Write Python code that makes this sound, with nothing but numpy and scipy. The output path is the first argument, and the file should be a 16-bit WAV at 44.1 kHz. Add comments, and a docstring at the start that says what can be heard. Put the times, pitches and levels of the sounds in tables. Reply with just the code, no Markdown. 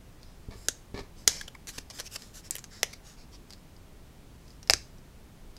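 """Card cutout on a craft mat

Close up, hands pick a small card cutout off a craft mat and press it onto a coin-sized disc.
Fingers bump and drag on the desk, card and skin rub, tick and tap, and the stiff card snaps
off a fingernail, ringing in its bending modes. Hands and desk scatter the card's sounds at once;
a small quiet room with a low rumble answers faintly."""
import sys
import numpy as np
from scipy import signal
from scipy.fft import rfft, irfft
from scipy.io import wavfile

SR = 44100
rng = np.random.default_rng(int(sys.argv[2]) if len(sys.argv) > 2 else 0)


def persist_wave(psi):
    """Save psi, clipped to +-1, as 16-bit WAV."""
    counts = np.round(np.clip(psi, -1, 1) * 32767).astype(np.int16)
    wavfile.write(sys.argv[1], SR, np.atleast_2d(counts).T)


N = 246078


def amp(db):
    """Decibels to gain."""
    return 10 ** (np.asarray(db) / 20)


def unit_rms(x):
    """Scales to an rms of one."""
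    return x / np.sqrt(np.mean(x ** 2) + 1e-20)


def curve(points, hz):
    """Reads a curve along a log-frequency axis."""
    f, value = np.transpose(points)
    return np.interp(np.log(hz + 1), np.log(f + 1), value)


def add(mix, start_s, sound):
    """Drops a sound into the mix."""
    part = mix[round(start_s * SR):][:len(sound)]
    part += sound[:len(part)]


def bins(size=4096):
    """Frequencies on which the tone colours are drawn."""
    return np.fft.rfftfreq(size, 1 / SR)


def resonance(hz, centre, width):
    """Power response of one mode, one at its centre."""
    return (hz * width) ** 2 / ((hz ** 2 - centre ** 2) ** 2 + (hz * width) ** 2)


def impulse(power, size=2048):
    """The sharp-fronted (minimum-phase) click with this power spectrum."""
    log_gain = np.log(power / power.max() + 1e-9) / 2
    mirrored = np.concatenate([log_gain, log_gain[-2:0:-1]])
    spectrum = np.exp(np.conj(signal.hilbert(mirrored)))
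    return irfft(spectrum[:len(power)])[:size]


def dulled(x, corner_hz):
    """Reflections lose their highest treble."""
    return signal.lfilter(*signal.butter(2, corner_hz, fs=SR), x)


def scattered_click(power, scatter_db, fade_s):
    """A click and its dense reflections off hands and desk."""
    click = impulse(power)
    t = np.arange(len(click)) / SR
    reflections = rng.choice([-1., 1.], len(t)) * (1 + t / fade_s) ** -1.5 * (t > .0004)
    echoes = dulled(signal.fftconvolve(click, reflections)[:len(t)], corner_hz=12000)
    sound = unit_rms(click) + amp(scatter_db) * unit_rms(echoes)
    return sound / np.linalg.norm(sound) * np.sqrt(SR / 1000)  # the energy of 1 ms at rms one


def cupped(x, echo_db=-4, fade_s=0.00096):
    """Reflections between cupped hands and desk; the hands move, so each stroke has its own ripple."""
    t = np.arange(512) / SR
    echoes = rng.standard_normal(len(t)) * np.exp(-t / fade_s) * (t > .0003)
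    response = (t == 0) + amp(echo_db) * echoes / np.linalg.norm(echoes)
    return signal.fftconvolve(x, response / np.linalg.norm(response))


def friction(start, peak, end, slips_per_s, spread_db, hiss_gain, skew=1):
    """Tiny slips of uneven size over a smooth hiss, swelling to a peak and easing off."""
    t = np.arange(start, max(end, start + .005), 1 / SR)
    hiss = rng.standard_normal(N)[:len(t)]
    slipping = rng.random(N)[:len(t)] < slips_per_s / SR
    size = np.minimum(rng.standard_exponential(N)[:len(t)], 4)
    slips = np.sign(hiss) * slipping * amp(spread_db * size)
    ramp = np.interp(t, [start, peak, end], [0, 1, 0])
    speed = np.sin(np.pi / 2 * ramp ** skew) ** 2
    return unit_rms(unit_rms(slips) + hiss_gain * hiss) * speed


def through_body(force, power):
    """Plays a force through a body of the given power spectrum, keeping its level."""
    body = impulse(power)
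    return signal.fftconvolve(force, body / np.linalg.norm(body))


# The room tone's colour. Each row: frequency in Hz, relative spectral level in dB.
ROOM_TONE_COLOUR = [(8.8, -24.5), (15, 3), (123, -10.5), (155, -10.5), (330, -18), (417, -19.5),
                    (483, -22.5), (628, -24), (685, -24.5), (1790, -32.5), (1960, -31.5), (2140, -32.5),
                    (4310, -36), (6110, -37.5), (16000, -44)]


def room_tone(level_db=-50.5):
    """A steady bed of room rumble and microphone hiss."""
    spectrum = rfft(rng.standard_normal(N)) * amp(curve(ROOM_TONE_COLOUR, bins(N)))
    return amp(level_db) * unit_rms(irfft(spectrum, N))


# The small room's decay. Each row: frequency in Hz, seconds to fall 60 dB.
ROOM_DECAY = [(200, 0.33), (1000, 0.28), (5000, 0.31), (9000, 0.33), (15000, 0.45)]


def room_reverb(x, build_s=0.0046):
    """A diffuse tail in which each band dies at its own speed."""
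    hz, t, noise = signal.stft(rng.standard_normal(SR // 2), SR, nperseg=256)
    decay = amp(-60 * t / curve(ROOM_DECAY, hz)[:, None])
    tail = signal.istft(noise * decay, SR, nperseg=256)[1]
    tail *= np.minimum(np.arange(len(tail)) / SR / build_s, 1) ** 2
    return signal.fftconvolve(x, tail / np.linalg.norm(tail))[:N]


# The desk top's ring. Each row: frequency in Hz, relative level in dB, seconds to fall 60 dB.
DESK_RING = [(64.5, -12.5, .3), (104, -1.5, .07), (186.7, -2.5, 0.034), (262, -5, 0.093), (420, -1, .04)]
# Hands bump the desk. Each row: start in seconds, peak level in dB, contact time in seconds.
DESK_BUMPS = [(0.486, -28.5, 0.0019), (0.556, -35, 0.0034), (0.684, -32.5, 0.0006), (0.9432, -25, 0.00045),
              (1.01, -35, 0.0043), (1.2768, -28.5, 0.00021), (1.7820, -31.5, 0.00031),
              (4.706, -30.5, 0.00502), (4.74, -31, 0.0056)]


def desk_bumps():
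    """Soft pushes ring the desk top; the longer the contact, the duller the thud."""
    out, t = np.zeros(N), np.arange(SR // 2) / SR
    ring = sum(amp(db - 60 * t / t60) * np.sin(2 * np.pi * f * t) for f, db, t60 in DESK_RING)
    for start, db, contact_s in DESK_BUMPS:
        push = t * np.exp(-4 * t / contact_s)
        thud = signal.fftconvolve(push, ring)[:len(t)]
        add(out, start, amp(db) * thud / abs(thud).max())
    return out


# The mat's body. Each row: frequency in Hz, width in Hz before widening, relative level in dB.
MAT_BODY = [(226.7, 53, -5.5), (405, 37, -0.5), (612, 120, -11.5), (940, 160, -15.5), (1155, 100, -14),
            (1750, 73, -11.5), (2230, 180, -15.5), (4134, 1300, -21.5)]
# Fingertip drags. Each row: start, peak and end in seconds, level in dB.
# A drag that peaks before its start comes in already fading.
FINGER_DRAGS = [(0.494, 0.52, 0.59, -48.5), (0.943, 0.86, 1.116, -41.5), (0.945, 0.99, 1.021, -38)]


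def finger_drags(widening=2.1):
    """Dragging fingertips judder on the mat and sound its damped modes."""
    out, hz = np.zeros(N), bins()
    mat = sum(amp(db) ** 2 * resonance(hz, f, widening * width) ** 2 for f, width, db in MAT_BODY)
    for start, peak, end, db in FINGER_DRAGS:
        force = friction(start, peak, end, slips_per_s=870, spread_db=-0.5, hiss_gain=0.41)
        add(out, start, amp(db) * through_body(force, mat))
    return out


# The broad colour of rubbed card. Each row: frequency in Hz, relative spectral level in dB.
PAPER_COLOUR = [(150, -25.5), (350, -4), (700, -3.5), (1100, -3.5), (1900, -1), (2700, -3), (3400, -3.5),
                (5200, 1.5), (7900, -5), (9300, -10), (11300, -8), (13800, -16), (16000, -28.5)]


def paper(hz):
    """The papery power spectrum that all the card's sounds share."""
    return amp(curve(PAPER_COLOUR, hz)) ** 2


# Soft rubbing: a faint sleeve rustle first, then card slides and the hiss trailing the snaps.
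# Each row: peak time, rise and fall in seconds, level in dB, pressure from 0 (light) to 1 (pressed).
SOFT_RUBS = [(.23, 0.056, 0.25, -66.5, 1), (0.641, 0.18, 0.089, -57.5, 0), (1.2, .054, 0.076, -57.5, 0.26),
             (1.28, 0.0097, 0.22, -40, 0.61), (1.685, 0.016, 0.042, -40.5, 0),
             (1.76, 0.08, 0.088, -50.5, 0.2), (1.902, 0.0032, 0.03, -44, 0.6),
             (1.962, 0.058, 0.092, -49.5, .12), (2.071, 0.047, 0.015, -48.5, 0),
             (2.152, .062, .024, -42.5, 0), (2.205, 0.035, 0.17, -54.5, 0.1), (2.369, 0.048, .06, -47.5, 0),
             (2.459, 0.035, 0.039, -50, .3), (2.513, 0.0022, 0.1, -48, 0.4),
             (2.734, 0.041, .166, -51.5, 0.63), (2.93, 0.063, 0.066, -56.5, 0.8),
             (3.074, .051, .116, -53.5, .4), (3.194, 0.036, .085, -58, .75), (3.35, 0.043, 0.029, -52, 0.8),
             (4.512, 0.16, .07, -66.5, .4)]


def soft_rubs(ring_q=2.2):
    """Fibres catch and slip; pressure dulls the hiss and brings out a ring."""
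    out, hz = np.zeros(N), bins()
    for peak, rise_s, fall_s, db, pressure in SOFT_RUBS:
        tilt_db_per_octave = np.interp(pressure, [0, 1], [2.5, -4])
        ring_db = np.interp(pressure, [0, 1], [-3, 14])
        ring_hz = np.interp(pressure, [0, 1], [7200, 4800])  # the ring sinks under load
        tilt = amp(tilt_db_per_octave * np.log2(np.maximum(hz, 500))) ** 2
        ring = amp(ring_db) ** 2 * resonance(hz, ring_hz, ring_hz / ring_q)
        start = peak - rise_s
        force = friction(start, peak, peak + fall_s, slips_per_s=1300, spread_db=1.5, hiss_gain=0.99)
        rub = through_body(force, paper(hz) * tilt * (1 + ring))
        add(out, start, amp(db) * cupped(rub))
    return out


# The card lands softly on disc or finger. Each row: peak time in seconds, level in dB,
# rise in seconds, pitch in Hz, paper noise in dB against the upper mode.
CARD_TAPS = [(1.4121, -36, 0.0026, 1670, -10), (1.4805, -40.5, .004, 1487, -8.5),
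             (1.549, -45, 0.00061, 1056, -19), (1.6925, -41, .008, 3000, -7),
             (1.783, -34, 0.0053, 1760, -2), (1.998, -36, .014, 1770, -4), (2.074, -44.5, .026, 2660, -18),
             (2.161, -37, 0.0093, 2600, 4), (2.935, -41.5, 0.0066, 2220, -6)]


def card_taps(fall_s=0.0091, overtone_ratio=2.07, mode_q=10, lower_db=1):
    """A cushioned landing is a quick cluster of slips that rings two finger-damped bending modes."""
    out, hz = np.zeros(N), bins()
    for peak, db, rise_s, pitch_hz, paper_db in CARD_TAPS:
        lower, upper = (resonance(hz, f, f / mode_q) for f in (pitch_hz, overtone_ratio * pitch_hz))
        power = amp(lower_db) ** 2 * lower + upper + amp(paper_db) ** 2 * paper(hz)
        start, end = peak - rise_s, peak + fall_s
        force = friction(start, peak, end, slips_per_s=2800, spread_db=3, hiss_gain=0.47, skew=0.71)
        add(out, start, amp(db) * cupped(through_body(force, power)))
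    return out


def stray_ticks(count=30, per_s=1.2, relative_db=-43.5, spread_db=7, centre_hz=4950):
    """Cues for faint ticks that come by chance while the card is in hand."""
    wait, size, pitch = rng.random((count, 3)).T
    starts = np.cumsum(-np.log(1 - wait)) / per_s
    levels_db = relative_db + spread_db * (2 * size - 1)
    rings_hz = centre_hz * 2 ** ((pitch - .5) / 2)
    return [row for row in zip(starts, levels_db, rings_hz) if row[0] < N / SR]


# Clear ticks of card edge and nail. Each row: start in seconds, relative level in dB, ring in Hz.
EDGE_TICKS = [(.2311, -36, 4500), (.511, -40.5, 4500), (1.672, -27.5, 6700), (1.9015, -29.5, 5300),
              (2.0, -19.5, 5700), (2.0058, -22.5, 5900), (2.16, -24, 5200), (2.2214, -30, 5100),
              (2.5839, -26.5, 7200), (2.5913, -29.5, 6700), (2.6416, -26.5, 6330), (3.5056, -31, 4850),
              (3.5262, -34.5, 4500), (3.5345, -31.5, 4657), (3.7653, -43, 4900), (4.505, -40, 5050),
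              (4.6297, -32.5, 5710), (4.6748, -31.5, 5200), (5.5668, -34.5, 4870)]


def edge_ticks(trim_db=-7, ring_q=11.0, papery_at_db=-15, papery_slope=0.696):
    """The card's edge catches: one ring over paper noise, purer the fainter the tick."""
    out, hz = np.zeros(N), bins()
    for start, db, ring_hz in list(EDGE_TICKS) + stray_ticks():
        paper_db = papery_slope * (db - papery_at_db)
        power = resonance(hz, ring_hz, ring_hz / ring_q) + amp(paper_db) ** 2 * paper(hz)
        add(out, start, amp(db + trim_db) * scattered_click(power, scatter_db=0, fade_s=0.003))
    return out


# The thin cut edge's sizzle. Each row: frequency in Hz, nominal width in Hz, relative level in dB.
CUT_EDGE_MODES = [(7500, 650, -1.5), (9300, 2800, -6), (9700, 3400, -6), (12900, 5800, -0.5)]
# The card snaps off a nail. Each row: start in seconds, relative level in dB, main ring in Hz,
# tautness (1 is usual), second panel mode in Hz, then flex, panel and edge in dB against the ring.
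CARD_SNAPS = [(0.6853, -5, 6550, 0.82, 3700, -3, -6.5, -18),
              (1.2768, 5.5, 6060, 0.85, 3770, -11.5, -6.5, -13.5),
              (2.5089, -11.5, 7400, 1.07, 5070, -23, -16, -11), (2.5544, -20, 6100, 1.07, 3000, -5, 2.5, 3),
              (2.5647, -24, 6450, 1.2, 2920, -13, 3, 5), (2.8312, -4, 6100, 1.1, 2880, 5, 0, -10.5),
              (4.6985, 3, 4800, 1.16, 1650, -4.5, -3.5, -17.5),
              (4.7074, -7, 5270, 1.28, 6900, 3.5, -8, -19), (4.7357, -2.5, 5300, 0.78, 2390, -2, -5, -31)]


def card_snaps(trim_db=-7, crack_db=-11, ring_q=3.3, second_q=2.9, lowest_hz=340, highest_hz=13700):
    """The card springs free; the tauter it is, the higher its bending modes and the longer its ring."""
    out, hz = np.zeros(N), bins()
    # so small a card sends out no bass, and the release is too slow for the very top
    radiated = 1 / (1 + (lowest_hz / (hz + 1)) ** 8 + (hz / highest_hz) ** 20)
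    for start, db, ring_hz, taut, second_hz, flex_db, panel_db, edge_db in CARD_SNAPS:
        second_db = panel_db + 7 * np.log2(second_hz / 3000)  # radiates 7 dB better per octave up
        modes = [(ring_hz, ring_hz / (ring_q * taut ** 2), 0),
                 (491 * taut, 282 * taut, flex_db),
                 (1930 * taut, 770 * taut, panel_db),
                 (second_hz, second_hz / second_q, second_db)]
        modes += [(f, width, edge_db + mode_db) for f, width, mode_db in CUT_EDGE_MODES]
        ringing = sum(amp(mode_db) ** 2 * resonance(hz, f, width) ** 2 for f, width, mode_db in modes)
        crack = amp(panel_db + crack_db) ** 2 * paper(hz)
        snap = scattered_click(radiated * (ringing + crack), scatter_db=-3, fade_s=.0014)
        add(out, start, amp(db + trim_db) * snap)
    return out


def scene(snap_send_db=-17, handling_send_db=-16, send_top_hz=8500):
    """Snaps up front, quieter handling behind, a touch of reverb and the room tone, in mono."""
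    snaps = card_snaps()
    handling = edge_ticks() + card_taps() + soft_rubs() + desk_bumps() + finger_drags()
    send = amp(snap_send_db) * snaps + amp(handling_send_db) * handling
    reverb = room_reverb(dulled(send, send_top_hz))
    return (snaps + handling + reverb + room_tone())[None]


def record(dry):
    """Clips the tips of the loudest snaps, then cuts the very top of the treble."""
    clipped = np.clip(dry, -.88, .88)
    lowpass = signal.firwin(255, cutoff=15900, window=("kaiser", 9), fs=SR)
    return signal.oaconvolve(clipped, lowpass[None], "same")


dry = scene()
out = record(dry)
persist_wave(out)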